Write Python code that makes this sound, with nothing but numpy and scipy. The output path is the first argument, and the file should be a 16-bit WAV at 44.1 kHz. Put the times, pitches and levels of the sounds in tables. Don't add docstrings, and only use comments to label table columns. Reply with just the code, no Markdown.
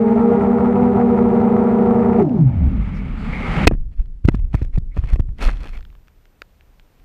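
import sys
import numpy as np
from scipy import signal
from scipy.fft import rfft, irfft
from scipy.io import wavfile
from scipy.ndimage import uniform_filter1d

SR = 44100
rng = np.random.default_rng(int(sys.argv[2]) if len(sys.argv) > 2 else 0)


def file_out(sig):
    cols = np.atleast_2d(sig).T
    lim = np.clip(cols, -1, 1)
    pcm = np.round(lim * 32767).astype(np.int16)
    wavfile.write(sys.argv[1], SR, pcm)


N = 310464
TIME = np.arange(N) / SR


# multiple of the shaft rate, relative level in dB.
ORDERS = [(1, 2.5), (2, -5.5), (3, -19), (4, -17), (5, -43.5), (6, -31.5), (7, -51), (8, -51), (9, -49),
          (10, -48)]
# multiples of the shaft rate, and the relative level of each in dB.
WHINE_ORDERS = [28, 32, 42]
WHINE_DB = [-65, -65, -64]
# time in s, shaft speed of each of the four in Hz.
SHAFTS = [(0.0, 206.4, 210.3, 227.9, 229.1), (0.149, 203.1, 208.8, 229.6, 232.2),
          (0.3, 201.7, 205.0, 234.5, 235.6), (0.449, 197.2, 201.6, 234.9, 238.4),
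          (0.601, 194.5, 202.9, 233.1, 241.5), (0.799, 189.8, 198.8, 239.6, 245.1),
          (0.998, 190.0, 201.5, 237.3, 240.5), (1.25, 188.1, 201.1, 233.6, 240.2),
          (1.398, 190.9, 201.2, 230.1, 241.5), (1.6, 186.3, 201.7, 227.5, 242.7),
          (1.9, 186.5, 200.0, 228.5, 240.0), (2.19, 185.4, 198.8, 229.8, 239.1)]
# change in dB of the unbalance, blade tone, third multiple, fourth multiple, whine.
ROTORS = [(-15, -2, -8, 3.5, -14), (-1, 1.5, -4, 0, -14), (0.5, -0.5, 0, 0, 2), (-5, 3, -8, -5, 3)]
# lag in s, slowing time constant in s, change in loudness in dB.
COASTING = [(-0.0089, .18, -7.5), (0, .205, 1), (.006, .17, -2), (-0.015, .2, -4.5)]
# centre in Hz, width in octaves, boost in dB.
SWEPT_MODES = [(820, .15, 9), (414, .13, 5.5), (255, 0.27, 6.5), (211, 0.17, 4), (148, 0.22, 13.5),
               (124, 0.13, 7), (76, 0.59, 10.5)]
# time in s, half length
# in s, boost in dB.
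SURGES = [(0.125, 0.0069, 3), (0.344, 0.028, 3.5), (2.206, 0.017, 3.5)]
# rate in Hz, time of one crest in s, middle of the turn in s, half length in s.
THROB = (5.35, .81, .95, .34)
THROB_DB = 0.74
# time after the cut in s, half length in s.
SLAP = (0.195, 0.05)
SLAP_DB = {4: 10, 6: 9, 8: 30}
# start in s, length in s.
TONES_FADE = (2.86, 1)
# frequency in Hz, gain in dB.
GROWL_SQUARE = [(35, -26.5), (80, -8), (135, 4), (280, -5.5), (450, -12.5), (700, 3.0), (830, -7.5),
                (950, -13.5), (3000, 1)]
GROWL_CUBE = [(500, -21.5), (1100, 3.5), (1400, -3.0), (3000, 0.5)]
# frequency in Hz, relative level in dB per Hz.
WASH = [(30, -6.5), (130, 0.5), (250, 4), (330, -8), (750, -8), (1020, -14), (1320, -14), (1550, -21.5),
        (2100, -22.5), (3000, -37.5), (5000, -50.5), (6000, -55), (8000, -54.5), (11000, -63), (12500, -76)]
# frequency in Hz, relative level in dB per Hz.
FLUTTER = [(100, 1.5), (250, 10), (450, -9), (600, -3.5), (820, -3.5), (1050, -16), (1500, -26.5),
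           (3000, -41.5), (6000, -50.5)]
# time in s, level in dB.
FLUTTER_LEVEL = [(2.19, -42.5), (2.24, -25.5), (2.3, -29.5), (2.38, -25), (2.45, -37), (2.49, -31),
                 (2.56, -36.5), (2.67, -33.5), (2.85, -49), (3.1, -67)]
# clicks per s at first, fade in s, level in dB before colouring.
RATTLE = (37, 0.22, -41)
# frequency in Hz, gain in dB.
RATTLE_COLOUR = [(1500, -18.5), (3000, -2.5), (5000, 8), (8000, -2.0), (12000, -9.0)]

# frequency in Hz, relative level in dB per Hz.
AIR = [(250, -11), (350, -2), (500, -2.5), (660, -6.5), (820, -3), (1030, -7), (1250, -1.5), (1620, -10),
       (2200, -7.5), (2950, -15), (3600, -22.5), (5900, -37), (7500, -38.5), (10500, -47), (14000, -61.5)]
# time in s, level in dB before the lift of the hiss.
RUSH_LEVEL = [(2.2, -56.5), (2.5, -56.5), (2.7, -50.5), (3.0, -48), (3.15, -46.5), (3.3, -40.5),
              (3.45, -36), (3.57, -30), (3.65, -29)]
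# frequency in Hz, relative level in dB per Hz.
EDGE = [(2900, -18), (3400, -1.5), (4800, -2.5), (5700, -25.5), (7500, -13.5), (11000, -30)]
WHISTLE = [(4600, -15), (5450, -8), (6200, -20)]
# frequency in Hz, relative level in dB per Hz.
CAVITY = [(1750, -16.5), (2200, -0.5), (2750, -25)]
# time in s, level in dB.
CAVITY_LEVEL = [(2.2, -67.5), (2.55, -59), (2.75, -55), (2.97, -45.5), (3.08, -55), (3.2, -57), (3.35, -39),
                (3.6, -33)]
# time in s, half length in s, level in dB.
SWISHES = [(4.575, 0.0067, -49), (4.742, .009, -57), (4.927, .01, -60), (5.095, 0.011, -48),
           (5.745, 0.013, -48)]
# frequency in Hz, relative level in dB per Hz.
BUFFET = [(40, 3), (80, -2.5), (115, -6), (190, -0.5), (240, -5), (330, -23), (600, -36.5)]
# time after the cut in s, half length in s, level in dB before doubling.
STALL = (0.5, 0.07, -25)

# time in s, thump peak in dB, push width in ms, crack in dB before colouring,
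# crunch of crushed grass in dB.
BLOWS = [(3.672, -6, 1.86, 10, -21), (3.6756, 1.5, 2.2, 12.5, -23), (3.693, -17, 1.4, -43, -66),
         (3.713, -11, 0.42, -33, -67), (3.722, -10, 1, -37, -68), (3.737, -13, 1.65, -31.5, -66),
         (3.75, -16.5, 0.89, -47, -70), (3.81, -14.5, 7.1, -61, -78), (3.999, -6.5, 4.8, -65, -79),
         (4.249, -17.5, 0.72, -38, -66), (4.254, -0.5, 2.06, -34, -43.5), (4.278, -21.5, 3, -24, -49),
         (4.287, 1, 0.79, -11, -40), (4.294, -9, 2, -26, -58), (4.319, -22, 2, -39, -63),
         (4.346, -7, 0.87, -29, -52), (4.352, -12, 2.7, -37, -46), (4.372, -12.5, 2.6, -50, -72),
         (4.395, -10, 3.3, -36.5, -66), (4.448, -14.5, 2.9, -45, -74), (4.544, -8, 1.18, -23, -51.5),
         (4.551, -3.5, 2.3, -20.5, -40.5), (4.618, -16.5, 0.61, -39.5, -62), (4.626, -7.5, 2.2, -37, -53),
         (4.648, -17, 3.4, -32.5, -55), (4.759, -7, 5.8, -26.5, -56), (4.777, -18, 0.76, -36, -56),
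         (4.783, -5.5, 1.52, -40, -44), (4.969, -17, 0.89, -31, -59), (4.975, -20.5, 0.66, -35, -54),
         (4.992, -5.5, 3, -34, -52), (5.039, -12, 1.87, -33, -67), (5.046, -7, 3.6, -38, -57),
         (5.132, -10.5, 1.7, -35, -45), (5.138, -2, 3.2, -32, -46), (5.159, -17, 2.5, -24, -63),
         (5.196, -15, 0.78, -34, -52), (5.203, -5, 2.4, -24.5, -54), (5.29, -16.5, 2.1, -45, -70),
         (5.47, -5.5, 5.1, -40, -54)]
# frequency in Hz, relative level in dB, time to fall 60 dB in s.
FRAME = [(316, 9, 0.018), (475, 7.5, 0.0078), (620, 15, 0.0063), (1016, 3, 0.011), (1270, 5, 0.0077),
         (1800, -1, 0.014), (2300, 2.5, 0.0045), (3150, -21, 0.0059)]
# frequency in Hz, gain in dB.
CRACK = [(300, -2), (1200, -24.5), (2500, 0.5), (4000, -18), (8000, -26), (15000, -34.5)]
# frequency in Hz, relative level in dB per Hz.
SWAY = [(22, -6.0), (30, -4.5), (40, -8.0), (55, -13.5), (80, -24.5), (130, -29.5), (240, -41), (400, -53)]
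# time in s, half length in s, level in dB.
SCRAPES = [(3.931, 0.0085, -59.5), (4, 0.02, -61), (4.335, 0.014, -57), (4.54, 0.0067, -39.5),
           (4.6, 0.044, -53.5), (4.743, 0.0071, -52.5), (4.975, 0.019, -51), (5.045, 0.024, -51),
           (5.112, 0.028, -43), (5.398, 0.0092, -41.5), (5.425, 0.012, -29.5), (5.458, 0.034, -30.5),
           (5.52, 0.041, -47.5), (5.647, 0.033, -43), (5.757, 0.025, -47.5)]
# time in s, half length in s, level in dB.
DIG = (5.442, 0.02, -47)
# frequency in Hz, relative level in dB per Hz.
GRASS = [(200, -0.5), (350, -7.5), (550, -8.5), (700, -7.5), (850, -12), (1250, -12), (1600, -15),
         (2150, -14), (3100, -20), (4000, -28), (5200, -38), (10000, -42), (14500, -59)]
CRUNCH = [(800, -4), (2500, -2.5), (4500, -3.5), (9000, -15.5), (14000, -21)]
SNAP = [(600, -21.5), (1400, 11.5), (2300, 14.5), (3300, 6), (5000, -7.5), (10000, -21), (14000, -28)]
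# time in s, level in dB, contact noise in dB re level before
# colouring, frequency in Hz around which the struck spot rings most.
TICKS = [(2.294, -29, -6, 2940), (4.058, -46.5, 3, 2380), (4.376, -35, -13, 2300),
         (5.385, -32.5, 4.5, 1910), (5.486, -3, -38, 1270), (5.494, -0.5, -43, 1270),
         (5.57, -35.5, 3, 2400), (5.64, -11, -30, 850), (5.673, -29, 1, 2390), (5.775, -36, 4, 3000),
         (5.808, -38, 1.5, 3020), (5.827, -36, -6, 1500), (5.851, -35.5, 0, 1820), (5.902, -43, -8, 2200),
         (5.927, -43, -3, 2460), (5.952, -30.5, -10.5, 1400), (6.082, -39, 0, 3020),
         (6.255, -40, -2.5, 1500), (6.4191, -9.5, -9.5, 1420), (6.609, -35.5, -7.5, 1565),
         (6.797, -32, -5, 3100), (6.999, -46, -7, 3300)]
# clicks per s at first, fade in s, level in dB before colouring.
STALKS = (130, .16, -43)
# frequency in Hz, gain in dB.
TICK_COLOUR = [(300, -3.0), (750, -2), (1350, 13.5), (2400, 9.5), (3200, 8.5), (4500, -1), (7000, -13),
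               (9500, -23.5), (15000, -17.5)]
# frequency in Hz, relative level in dB per Hz.
FIELD = [(25, 7), (60, -2), (115, -12.5), (260, -18.5), (520, -22.5), (1200, -29), (2300, -32.5),
         (4000, -38), (8000, -43.5), (13000, -48), (15000, -48.5)]

CUT_S, SPIN_DOWN_S, WINDMILL_SHARE = 2.195, .14, .075
BUZZ_DB, WINDMILL_DB = -18, -21
THRUST_WASH_DB = -26.5
BUFFET_DB, BUFFET_OVER_RUSH_DB, SURGE_S = -31.5, 2.5, .42
RING_WIDTH_MS, RING_CEILING_DB = 2.41, 4
SWAY_BLOW_DB, SWAY_DRAG_DB, SWAY_T60_S = -21.5, 13, 1
BRUSH_DB, BRUSH_S, BRUSH_LEAD_S = -46, 0.0054, .002
SNAPS_PER_S, SNAP_DB = 330, -7
REST_S, LIFT_S, FIELD_MOVING_DB, FIELD_REST_DB = 5.5, 0.24, -57.5, -51.5
CAMERA_HZ, CAMERA_DB = 13905, -78.5
TOP_HZ = 15200


def rotors(flutter_db=2.0, coast_dull_db=1.9, coast_jitter=0.0061):
    jitter, shake = .0019, .3
    speed = spin()
    power = speed ** 4
    effort = effort_db()
    slap = swell(CUT_S + SLAP[0], SLAP[1])
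    times, *shafts = np.transpose(SHAFTS)
    grid_hz = np.arange(1, 1500)
    airframe_db = sum(db * np.exp(-(np.log2(grid_hz / hz) / octaves) ** 2) for hz, octaves, db in SWEPT_MODES)
    tones, load = 0, 0
    for shaft, (*own_db, whine_db), (lag_s, slowing_s, coast_db) in zip(shafts, ROTORS, COASTING):
        hz = np.interp(TIME, times, shaft) * spin(lag_s, slowing_s)
        waver = jitter * walk(35.34) + coast_jitter * (1 - power) * walk(90)
        angle = 2 * np.pi * np.cumsum(hz * (1 + waver)) / SR + rng.uniform(0, 2 * np.pi)
        voice_db = dict(enumerate(own_db, 1))
        for k, db in ORDERS:
            gain_db = db + voice_db.get(k, 0) + SLAP_DB.get(k, 0) * slap
            if k > 1:
                gain_db = gain_db + flutter_db * walk(40) + effort
            coasting_db = coast_db + np.interp(k * hz, grid_hz, airframe_db) - coast_dull_db * max(k - 2, 0)
            gain = undb(gain_db + coasting_db * (1 - power))
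            unbalance = speed ** 3 if k % 2 else 1
            tones = tones + gain * unbalance * np.sin(k * angle + rng.uniform(0, 2 * np.pi))
        for k, db in zip(WHINE_ORDERS, WHINE_DB):
            tones = tones + undb(db + whine_db + flutter_db * walk(40)) * power ** 2 * np.sin(k * angle)
        load = load + np.cos(2 * angle) + shake * power * undb(own_db[0]) * np.cos(angle)
    load = load * np.interp(TIME, [0, .01, 3.7, 4], [0, 1, 1, 0])
    buzz = undb(WINDMILL_DB + (BUZZ_DB - WINDMILL_DB) * speed) * (1 - ramp(*TONES_FADE))
    pitched = (tones + growl(load) * undb(effort)) * buzz
    return (pitched + blade_wash(load, effort)) * airborne(0.022, early_s=.02)


def growl(load, square_db=-15, cube_db=-34):
    rasp = undb(square_db) * colour(load ** 2 - np.mean(load ** 2), GROWL_SQUARE)
    rasp += undb(cube_db) * colour(load ** 3, GROWL_CUBE)
    return (rasp + 1.4 * resound(rasp, t60_s=1.0)) * spin(0.004) ** 4


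def blade_wash(load, effort, chop=0.84):
    puffs = np.exp(chop * load / 2)
    thrust = noise(WASH, puffs) * undb(THRUST_WASH_DB + effort) * (1 - ramp(CUT_S + 0.024, 0.026))
    flutter = noise(FLUTTER, np.sqrt(puffs)) * curve(FLUTTER_LEVEL) * ramp(CUT_S, 0.012)
    return thrust + flutter


def spin(lag_s=0, slowing_s=SPIN_DOWN_S):
    return WINDMILL_SHARE + (1 - WINDMILL_SHARE) * np.exp(-np.maximum(TIME - CUT_S - lag_s, 0) / slowing_s)


def effort_db():
    rate_hz, crest_s, middle_s, width_s = THROB
    throb = THROB_DB * np.cos(2 * np.pi * rate_hz * (TIME - crest_s)) * swell(middle_s, width_s)
    return throb + sum(db * swell(s, half_s) for s, half_s, db in SURGES)


def rattle():
    return colour(scatter(CUT_S, *RATTLE), RATTLE_COLOUR)


def falling_air(gust_db=1.0, whistle_db=-60, edge_db=-13, edge_s=3.15):
    whistle_s, lull_s = 2.97, .021
    rush = curve(RUSH_LEVEL)
    hiss = noise(AIR, undb(gust_db * walk(120))) * rush * undb(5.0)
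    edge_gain = np.minimum(rush, undb(-45.5)) * undb(edge_db)
    edge = noise(EDGE) * edge_gain * ramp(edge_s, 0.045)
    cavity = noise(CAVITY, undb(3.2 * walk(30))) * curve(CAVITY_LEVEL)
    after_s, width_s, stall_db = STALL
    shove = undb(BUFFET_DB) + rush * undb(BUFFET_OVER_RUSH_DB) * ramp(BLOWS[0][0] - SURGE_S, SURGE_S)
    stall = undb(stall_db) * swell(CUT_S + after_s, width_s)
    buffet = noise(BUFFET) * np.hypot(shove, stall) * 2
    fall = (hiss + edge + buffet + cavity) * ramp(CUT_S, 0.3) * airborne(0.0092, early_s=lull_s)
    whistle = noise(WHISTLE) * undb(whistle_db) * swell(whistle_s, 0.016)
    return fall + whistle + noise(CAVITY) * swells(SWISHES)


def airborne(fade_s, early_s=0):
    return 1 - ramp(BLOWS[0][0] - early_s, fade_s)


def tumble(swing_width=2.6, lead_s=0.00061):
    thumps, cracks, rings = np.zeros((3, N))
    t = TIME[:8820] - .1
    for s, thump_db, width_ms, crack_db, _ in BLOWS:
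        u = 1000 * t / width_ms
        push = np.exp(-u ** 2 / 2) - np.exp(-(u / swing_width) ** 2 / 2) / swing_width
        add(thumps, s + t[0], -undb(thump_db) * push / push.max())
        burst, ring = strike(crack_db, 0.0022, min(crack_db, RING_CEILING_DB))
        add(cracks, s - lead_s, burst)
        add(rings, s - lead_s, ring * RING_WIDTH_MS / width_ms)
    return thumps + rings + undb(5.5) * colour(cracks, CRACK)


def strike(bright_db, contact_s, ring_db, spot_hz=1000, focus_db=0):
    t = TIME[:2048]
    burst = rng.standard_normal(len(t)) * t * np.exp(-2 * t / contact_s)
    ring = np.zeros(len(t))
    for hz, db, t60 in FRAME:
        gain = undb(db - focus_db * abs(np.log2(hz / spot_hz))) * rng.choice([-1, 1])
        detuned_hz = hz * (1 + 0.058 * rng.standard_normal())
        ring += gain * undb(-60 * t / t60) * np.sin(2 * np.pi * detuned_hz * t)
    ring = ring * (1 - np.exp(-2 * t / contact_s))
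    return burst / np.abs(burst).max() * undb(bright_db), ring / np.abs(ring).max() * undb(ring_db)


def mount(give=0.4, rise_s=0.011):
    keep = undb(-60 / (SWAY_T60_S * SR)) ** 2
    feed = (1 - keep) * (undb(SWAY_DRAG_DB) * swells(SCRAPES)) ** 2
    for s, thump_db, *_ in BLOWS:
        add(feed, s, undb([SWAY_BLOW_DB + give * thump_db]) ** 2)
    power = signal.lfilter([1], [1, -keep], feed)
    sway = uniform_filter1d(np.sqrt(power), int(rise_s * SR) + 1)
    return noise(SWAY) * sway


def grass(grain_db=3.0, patchy_db=0.24, snap_spread_db=7.0, crunch_s=0.0016, crunch_lag_s=0.0016):
    flicks = undb(grain_db * walk(700) + patchy_db * walk(80))
    drag = swells(SCRAPES)
    brushes = swells([(s - BRUSH_LEAD_S, BRUSH_S, thump_db + BRUSH_DB) for s, thump_db, *_ in BLOWS])
    crunches = swells([(s + crunch_lag_s, crunch_s, db) for s, *_, db in BLOWS] + [DIG])
    snap_gain = undb(snap_spread_db * np.clip(rng.standard_normal(N), -2, 2))
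    snaps = (rng.random(N) < SNAPS_PER_S / SR) * snap_gain
    snapping = unit(colour(resound(snaps, t60_s=0.0087), SNAP)) * drag * undb(SNAP_DB)
    return noise(GRASS, flicks) * np.hypot(drag, brushes) + snapping + noise(CRUNCH, flicks) * crunches


def settling():
    cracks, rings = scatter(REST_S, *STALKS), np.zeros(N)
    for s, db, bright_db, spot_hz in TICKS:
        burst, ring = strike(bright_db, contact_s=0.0009, ring_db=-15.5, spot_hz=spot_hz, focus_db=14.0)
        add(cracks, s, undb(db) * burst)
        add(rings, s, undb(db) * ring)
    return rings + colour(cracks, TICK_COLOUR)


def background():
    lift = ramp(REST_S, LIFT_S)
    whistle = np.sqrt(2) * np.sin(2 * np.pi * CAMERA_HZ * TIME) * lift
    field_db = FIELD_MOVING_DB + (FIELD_REST_DB - FIELD_MOVING_DB) * lift
    return noise(FIELD, undb(walk(2))) * undb(field_db) + undb(CAMERA_DB) * whistle


def undb(db):
    return 10 ** (np.asarray(db) / 20)


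def unit(x):
    return x / np.sqrt(np.mean(x ** 2))


def colour(x, points):
    hz, db = np.transpose(points)
    octave = np.log2(np.maximum(np.arange(N // 2 + 1) * SR / N, 1))
    outside = np.maximum(np.log2(hz[0]) - octave, 0) + np.maximum(octave - np.log2(hz[-1]), 0)
    gain_db = np.maximum(np.interp(octave, np.log2(hz), db) - 18 * outside, -100)
    cepstrum = irfft(np.log(undb(gain_db)), N)
    cepstrum[1:N // 2] *= 2
    cepstrum[N // 2 + 1:] = 0
    return irfft(rfft(x) * np.exp(rfft(cepstrum)), N)


def noise(points, gate=1):
    return unit(colour(rng.standard_normal(N) * gate, points))


def walk(rate):
    knots = rng.standard_normal(4096)
    line = np.interp(TIME * rate, np.arange(len(knots)), knots)
    return uniform_filter1d(line, max(int(SR / rate / 2), 1)) * np.sqrt(2)


def add(track, s, sound):
    start = int(np.clip(s * SR, 0, N - 1))
    track[start:start + len(sound)] += sound[:N - start]


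def swell(s, width_s):
    out, near = np.zeros(N), np.abs(TIME - s) < 5 * width_s
    out[near] = np.exp(-np.abs((TIME[near] - s) / width_s) ** 3 / 4)
    return out


def swells(rows):
    return np.sqrt(sum((undb(db) * swell(s, width_s)) ** 2 for s, width_s, db in rows))


def resound(x, t60_s):
    t = TIME[:8192]
    tail = rng.standard_normal(len(t)) * undb(-60 * t / t60_s)
    return signal.fftconvolve(x, tail / np.sqrt(np.sum(tail ** 2)))[:N]


def ramp(start_s, length_s):
    return np.clip((TIME - start_s) / length_s, 0, 1)


def curve(points):
    return undb(np.interp(TIME, *np.transpose(points)))


def scatter(start_s, per_s, fade_s, db, spread_db=4):
    rate = per_s * np.exp(-np.maximum(TIME - start_s, 0) / fade_s) * (TIME > start_s)
    return (rng.random(N) < rate / SR) * undb(db + spread_db * np.clip(rng.standard_normal(N), -2, 2))


def scene():
    fade_in = np.minimum(TIME / .004, 1)
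    craft = rotors() + rattle() + falling_air()
    crash = tumble() + mount() + grass() + settling()
    return (fade_in * (craft + crash + background()))[None]


def record(dry):
    low_pass = signal.ellip(8, .2, 80, TOP_HZ, fs=SR, output="sos")
    return signal.sosfilt(low_pass, np.clip(dry, -1, 1))


dry = scene()
out = record(dry)
file_out(out)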